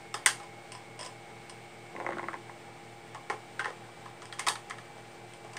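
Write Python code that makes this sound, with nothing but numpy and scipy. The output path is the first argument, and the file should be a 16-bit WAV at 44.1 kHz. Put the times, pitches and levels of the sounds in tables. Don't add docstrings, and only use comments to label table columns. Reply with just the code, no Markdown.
import sys
import numpy as np
from scipy import signal
from scipy.fft import rfft, irfft, next_fast_len
from scipy.io import wavfile

SR = 44100
rng = np.random.default_rng(int(sys.argv[2]) if len(sys.argv) > 2 else 0)


def gain_from_db(level_db):
    decades = np.asarray(level_db, float) / 20
    return 10 ** decades


def unload_audio(sound):
    columns = np.transpose(np.atleast_2d(sound))
    steps = np.round(np.clip(columns, -1, 1) * 32767)
    wavfile.write(sys.argv[1], SR, steps.astype(np.int16))


N = 246283

# freq_hz, density_db_per_hz
SIDE_HISS = [(59, -35), (100, -6), (818, -7.5), (1950, -4.5), (2220, -2), (2690, -2.5), (8640, -12),
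             (16000, -12)]
SIDE_DB = -77
# freq_hz, density_db_per_hz
AIR = [(35, -27), (60, -14), (130, -9), (400, -10), (620, -7), (810, -3), (980, -11), (2250, -13),
       (3500, -18.5), (6650, -26.5), (8000, -22.5), (9200, -24), (10500, -46), (15000, -34.5)]
AIR_DB = -52
# time_s, speed_turns_per_s
SHAFT = [(0, 38.31), (2.7, 38.47), (4, 38.55), (5.6, 38.6)]
TONE_ORDERS = [(0, 3), (1, 0), (1, 1), (1, 2), (2, -1), (0, 6), (2, 1), (0, 9), (3, 0), (3, 1), (3, 2),
               (4, -1), (0, 12),
               (4, 2), (5, -1), (0, 16), (6, -1), (5, 3), (0, 21), (0, 54), (0, 58), (0, 60), (0, 2.627),
               (2, 0)]
TONE_DB = [-65, -60.5, -64, -73.5, -68.5, -72, -74, -60, -68.5, -72, -67.5, -65.5, -65, -80, -69, -73,
           -72.5, -68.5, -59, -70, -76, -65, -77.5, -73]
WHINE_DB, WHINE_SAG_DB_PER_S = -59.5, 1.7
WHINE_DROPS_S, WHINE_LOSS_DB, WHINE_FADE_S = 3.3, 15, .6
TURN_S, TURN_DB, TURN_SWELL_DB_PER_S, TURN_EASE_DB_PER_S = 5.45, -72, 12, 25

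# freq_hz, t60_s
ROOM_T60_S = [(300, 0.29), (1500, 0.2), (5000, 0.22), (10000, 0.26), (15000, 0.14)]
# freq_hz, level_db
ROOM_TINT_DB = [(200, 2), (1000, 5.5), (3000, 8.5), (6500, 3.5), (9000, 4), (11000, 7.5), (15000, 4)]
PORT_HZ, SHELF_HZ = 9900, 12100

ROLL_S = [
    1.93,
    2.1,
    2.24,
    2.42,
]
RUMBLE_DB, RUMBLE_SWING_DB = -40.5, 6
SCRAPE_DB, SCRAPE_SWING_DB = -46, 30
# freq_hz, level_db, t60_s
RUMBLE_MODES = [(122, -5, 0.063), (218, -1, 0.09), (343.3, 1.5, 0.29), (480, -15, 0.019), (635, -6, 0.051),
                (800, -11, 0.035)]
# freq_hz, level_db, t60_s
DESK_MODES = [(260, -19, .02), (345, 11, 0.017), (545, 4, 0.096), (643, 8.5, 0.03), (870, 7, 0.016),
              (1080, 6, 0.059), (1280, 15, 0.0015), (2040, 11, 0.0096), (2020, -4, 0.021),
              (2630, -27, 0.0052), (3370, -6, 0.0017), (5000, -3.5, 0.002), (6400, -2.5, 0.0017),
              (8900, -7, 0.0033)]
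# freq_hz, level_db, t60_s
SPRING_MODES = [(620, -11, 0.017), (1010, -9, 0.073), (1940, 4, 0.0054), (2780, 4, 0.011), (3310, 2, .01),
                (4050, 6, 0.0021), (5150, 2.5, 0.012), (5950, -0.5, 0.0092), (6230, 2, 0.0034),
                (8020, 12, 0.0033), (8830, 6.5, 0.012), (10400, 2, .002), (13800, -12, 0.0022)]
# freq_hz, level_db, t60_s
SHELL_MODES = [(413, -1.5, 0.029), (562, -16.5, 0.14), (720, 0, 0.023), (850, -1.5, 0.053),
               (1040, 0, 0.042), (1280, 4, 0.011), (1674, 5.5, 0.016), (1684, 4.5, 0.024), (1885, 2, 0.013),
               (2330, 11.5, 0.0021), (2590, 4.5, 0.0053), (3620, 8.5, 0.0028), (3785, 6.5, 0.0057),
               (5100, 4.5, 0.0063), (5110, 2.5, 0.012), (5740, 10.5, 0.0011), (8300, 18.5, 0.0014),
               (8050, 11, 0.0025), (8800, -10, 0.002), (11300, -11, 0.00033), (13600, 3, 0.0014),
               (16330, 7, 0.0033)]

# low_hz, high_hz
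REGIONS_HZ = [(330, 1200), (1200, 3000), (3000, 17000)]
HARD_HZ = 14000
DULLING = 0.44
# region_peaks_re_strength_db, region_change_db_per_db_hardness, chatter_ms
KNOCK = ((0, 0, -6.5), (-0.55, 0.52, 0.32), .5)
THUD = ((0, -19.5, -22), (0, 0, 1), 4.9)
TICK = ((0, -19, 0), (-0.35, 0, 0), 4.3)
CLACK = ((0, 0, -11.5), (-1.45, 0, 0.59), 3.2)
SNAP = ((1.3, 0, 0), (-1.01, 0, 0.84), 4.55)
# start_s, strength_db, hardness_db, main_ring_hz
KNOCKS = [(1.9509, -44, -22, 770), (1.9634, -42, 18.5, 670), (1.9834, -44, -15, 594),
          (2.0006, -32.5, 7, 735), (2.0104, -34.5, -8, 780), (2.0224, -44, -12, 850),
          (2.0467, -37, -10, 720), (2.0645, -25, 1, 1050), (2.0715, -39, 3, 1100),
          (2.0892, -28.5, -9, 1080), (2.1065, -35, 0, 380), (2.1222, -40.5, 21, 1860),
          (2.1313, -38.5, 12, 1820), (2.1697, -37, -7, 1500), (2.184, -35, 11, 1490),
          (2.1945, -31.5, 1, 940), (2.23, -35.5, -1.5, 910), (2.24, -38, 7, 826), (2.2533, -47, -7, 384),
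          (2.2845, -28.5, 6, 1300), (2.332, -36, 6, 1700), (2.3408, -32.5, 4, 920), (2.356, -65, -18, 345),
          (2.4956, -38.5, 3, 910), (2.6894, -50.5, -13, 800)]
# start_s, strength_db, hardness_db, main_ring_hz
THUDS = [
    (1.0486, -46, 33, 1010),
    (3.3374, -38, 7, 430),
    (3.6795, -33, 12, 480),
    (3.6863, -39, 3, 1020),
    (3.7018, -34.5, 11, 840),
    (3.8876, -47, 8, 850),
    (4.4414, -50, 9, 1080),
    (4.9794, -41, 16, 660),
    (5.4465, -35.5, 10, 720),
    (5.5554, -38, 0, 835),
]
# start_s, strength_db, hardness_db, main_ring_hz
TICKS = [(.4334, -46, 7, 5000), (.7195, -34.5, 13, 4570), (.7497, -37, 5.5, 5340), (.9918, -33.5, 19, 5500),
         (1.0014, -38, 12, 2900), (1.01, -31.5, 16, 5150), (1.029, -35, 10, 5370), (1.0622, -32, 18, 5070),
         (1.4962, -35.5, 25, 5700), (4.227, -44, 6, 3300), (4.2552, -37, 19, 4970),
         (5.335, -42.5, 20, 8300), (5.5333, -41, 10, 4700)]
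# start_s, strength_db, hardness_db, main_ring_hz
CLACKS = [(3.5937, -24, 7, 1570), (3.5985, -27.5, 5, 1790), (3.645, -28.5, 7.5, 1810),
          (3.6565, -27, 3.5, 1770), (4.058, -39.5, 2, 990), (4.2195, -38.5, 16, 980),
          (4.3258, -32, 20, 3240), (4.3867, -37, 8, 1130), (4.4785, -28.5, -3, 944),
          (4.7076, -30, 7.5, 2040), (4.784, -40, 17, 1010), (5.5675, -34.5, 26.5, 2100)]
# start_s, strength_db, hardness_db, main_ring_hz
SNAPS = [(.1417, -28, 5.5, 4900), (.2607, -15, 12, 1680), (.3994, -44.5, 0.5, 800),
         (3.1467, -39, -0.5, 1080), (3.156, -47.5, -5.5, 1080), (3.2991, -28, -3.5, 2150),
         (4.3938, -30, 9.5, 2120), (4.4668, -25.5, 3, 1000), (4.4715, -25, 8, 750),
         (4.4845, -26, 17.5, 4550), (4.5551, -38, 3, 2280), (4.6982, -42, 9, 1040)]


def at_hz(points, hz):
    table_hz, value = np.transpose(points)
    return np.interp(np.log(hz), np.log(table_hz), value)


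def in_time(rows):
    return np.interp(np.arange(N) / SR, *np.transpose(rows))


def drift(rate_hz):
    hop = 40
    pole = np.exp(-2 * np.pi * rate_hz * hop / SR)
    noise = rng.standard_normal(N // hop + 2002)
    slow = signal.lfilter([1], [1, -2 * pole, pole * pole], noise)[2000:]
    return np.interp(np.arange(N) / hop, np.arange(len(slow)), slow / slow.std())


def coloured(spectrum):
    size = next_fast_len(N)
    hz = np.maximum(np.arange(size // 2 + 1) * SR / size, 1)
    white = rfft(rng.standard_normal(size))
    noise = irfft(white * gain_from_db(at_hz(spectrum, hz)), size)[:N]
    return noise / noise.std()


def ring(force, hz, t60_s):
    r = gain_from_db(-60 / (t60_s * SR))
    w = 2 * np.pi * hz / SR
    return signal.lfilter([0, np.sin(w)], [1, -2 * r * np.cos(w), r * r], force + 1e-18)


def room(x):
    size = SR // 2
    t = np.arange(size) / SR
    edges_hz = 150 * 2. 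** np.arange(0, 7, .5)
    tail = 0
    for low_hz, high_hz in zip(edges_hz, edges_hz[1:]):
        band_pass = signal.butter(2, [low_hz, high_hz], "band", fs=SR, output="sos")
        band = signal.sosfilt(band_pass, rng.standard_normal(size))
        hz = np.sqrt(low_hz * high_hz)
        decay_db = at_hz(ROOM_TINT_DB, hz) - 60 * t / at_hz(ROOM_T60_S, hz)
        tail = tail + band * gain_from_db(decay_db)
    tail = tail * np.clip((t - .001) / 0.00043, 0, 1)
    return signal.fftconvolve(x, tail / np.sqrt(np.sum(tail ** 2)))[:N]


def capsule(x):
    x = signal.sosfilt(signal.butter(2, 260, "high", fs=SR, output="sos"), x)
    x = signal.sosfilt(signal.cheby2(10, 50, 16600, fs=SR, output="sos"), x)
    poles = signal.butter(5, PORT_HZ, fs=SR, output="zpk")[1]
    zeros = signal.butter(5, SHELF_HZ, fs=SR, output="zpk")[1]
    unity_gain = np.real(np.prod(1 - poles) / np.prod(1 - zeros))
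    return signal.sosfilt(signal.zpk2sos(zeros, poles, unity_gain), x)


def fan_air():
    top = signal.cheby2(10, 50, 16300, fs=SR, output="sos")
    noise = signal.sosfilt(top, coloured(AIR))
    low = signal.sosfilt(signal.butter(1, 1200, fs=SR, output="sos"), noise)
    low_gusts = low * gain_from_db(1.3 * drift(10))
    high_gusts = (noise - low) * gain_from_db(.5 * drift(11.0))
    return gain_from_db(AIR_DB) * (low_gusts + high_gusts)


def fan_tones():
    t = np.arange(N) / SR
    turns = np.cumsum(in_time(SHAFT) + 0.017 * drift(1.43)) / SR
    left = np.clip((t - WHINE_DROPS_S) / WHINE_FADE_S, 0, 1)
    whine_db = WHINE_DB - WHINE_SAG_DB_PER_S * t - WHINE_LOSS_DB * left
    out = gain_from_db(whine_db + 1.5 * drift(5.0)) * np.sin(2 * np.pi * 57 * turns)
    for (hum, order), db in zip(TONE_ORDERS, TONE_DB):
        waver_db = 0.57 * drift(2.5) * (order != 0)
        cycles = 119.9 * hum * t + order * turns + rng.random()
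        out += gain_from_db(db + waver_db) * np.sin(2 * np.pi * cycles)
    return np.sqrt(2) * out


def rustle():
    grains = rng.standard_normal(N) * (rng.random(N) < 3000 / SR)
    bright = signal.butter(1, [2500, 12000], "band", fs=SR, output="sos")
    grains = signal.sosfilt(bright, grains)
    late_s = np.arange(N) / SR - TURN_S
    swell_db = TURN_DB + np.minimum(TURN_SWELL_DB_PER_S * late_s, -TURN_EASE_DB_PER_S * late_s)
    return gain_from_db(swell_db + 3.1 * drift(12.0)) * grains / grains.std()


def rolling():
    speed = np.interp(np.arange(N) / SR, ROLL_S, (0, 1, 1, 0))
    grit = rng.standard_normal(N) * (rng.random(N) < 900 / SR)
    soft = signal.butter(2, [90, 2800], "band", fs=SR, output="sos")
    layers = ((RUMBLE_DB, RUMBLE_SWING_DB, RUMBLE_MODES), (SCRAPE_DB, SCRAPE_SWING_DB, DESK_MODES[4:10]))
    out = 0
    for full_db, swing_db, modes in layers:
        rung = 0
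        for k, (hz, db, t60_s) in enumerate(modes):
            rung = rung + (-1) ** k * gain_from_db(db) * ring(grit, hz, t60_s)
        sound = signal.sosfilt(soft, rung)
        level_db = full_db - swing_db * (2 - speed)
        out = out + (speed > 0) * gain_from_db(level_db) * sound / sound.std()
    return out


def touches(rows, kind):
    balance_db, lean, chatter_ms = kind
    events = []
    for start_s, strength_db, hardness_db, hz in rows:
        peaks_db = strength_db + np.array(balance_db) + hardness_db * np.array(lean)
        events.append((start_s, *peaks_db, hz, chatter_ms))
    return events


def push(chatter_ms, tick_db, size):
    ms = np.arange(size) * 1000 / SR
    luck, touch = rng.standard_normal(size), rng.random(size)
    force = np.zeros((2, size))
    force[0] = luck * (touch < .2) * np.exp(-ms / max(chatter_ms, .2))
    force[:, 0] = 3.2
    bandwidth_hz = HARD_HZ * gain_from_db(DULLING * (tick_db + 12.5))
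    soft = np.exp(-2 * np.pi * bandwidth_hz / SR)
    return signal.lfilter([1 - soft], [1, -soft], force)


def contacts(events, modes, main_db, main_cycles):
    size = 2560
    out = np.zeros((2, N + size))
    regions = [signal.butter(2, edges, "band", fs=SR, output="sos") for edges in REGIONS_HZ]
    for start_s, *peaks_db, main_hz, chatter_ms in events:
        force = push(chatter_ms, peaks_db[2], size)
        strength = rng.standard_normal(len(modes))
        body = gain_from_db(main_db) * ring(force, main_hz, main_cycles / main_hz)
        for k, ((hz, db, t60_s), chance) in enumerate(zip(modes, strength)):
            sign = (-1) ** k
            body[0] += sign * gain_from_db(db + 2.5 * chance) * ring(force[0], hz, t60_s)
            body[1] += sign * gain_from_db(db + 4) * ring(force[1], hz, .6 * t60_s)
        at = round(start_s * SR)
        for region, peak_db, sign in zip(regions, peaks_db, (1, -1, 1)):
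            direct, around = signal.sosfilt(region, body)
            around = around * direct.std() / around.std()
            gain = sign * gain_from_db(peak_db) / np.abs(direct).max()
            out[:, at:at + size] += gain * np.array([direct, around])
    return out[:, :N]


def desk_knocks():
    return contacts(touches(KNOCKS, KNOCK), DESK_MODES, main_db=16, main_cycles=12)


def toy_contacts():
    shell = touches(SNAPS, SNAP) + touches(CLACKS, CLACK) + touches(THUDS, THUD)
    shell_sound = contacts(shell, SHELL_MODES, main_db=6, main_cycles=28)
    return shell_sound + contacts(touches(TICKS, TICK), SPRING_MODES, main_db=5, main_cycles=31)


def scene():
    fan = fan_tones() + fan_air()
    desk, desk_around = desk_knocks()
    toy, toy_around = toy_contacts()
    handling = toy + desk + room(gain_from_db(-4.0) * toy_around + gain_from_db(-9.0) * desk_around)
    mono = capsule(gain_from_db(1.0) * handling + rustle()) + rolling() + fan
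    return np.array([mono, mono])


def low_pass(x):
    return signal.sosfilt(signal.butter(12, 16790, fs=SR, output="sos"), x)


def record(dry):
    side = gain_from_db(SIDE_DB) * coloured(SIDE_HISS) * [[1], [-1]]
    mix = dry + side - .0006
    return low_pass(mix)


dry = scene()
out = record(dry)
unload_audio(out)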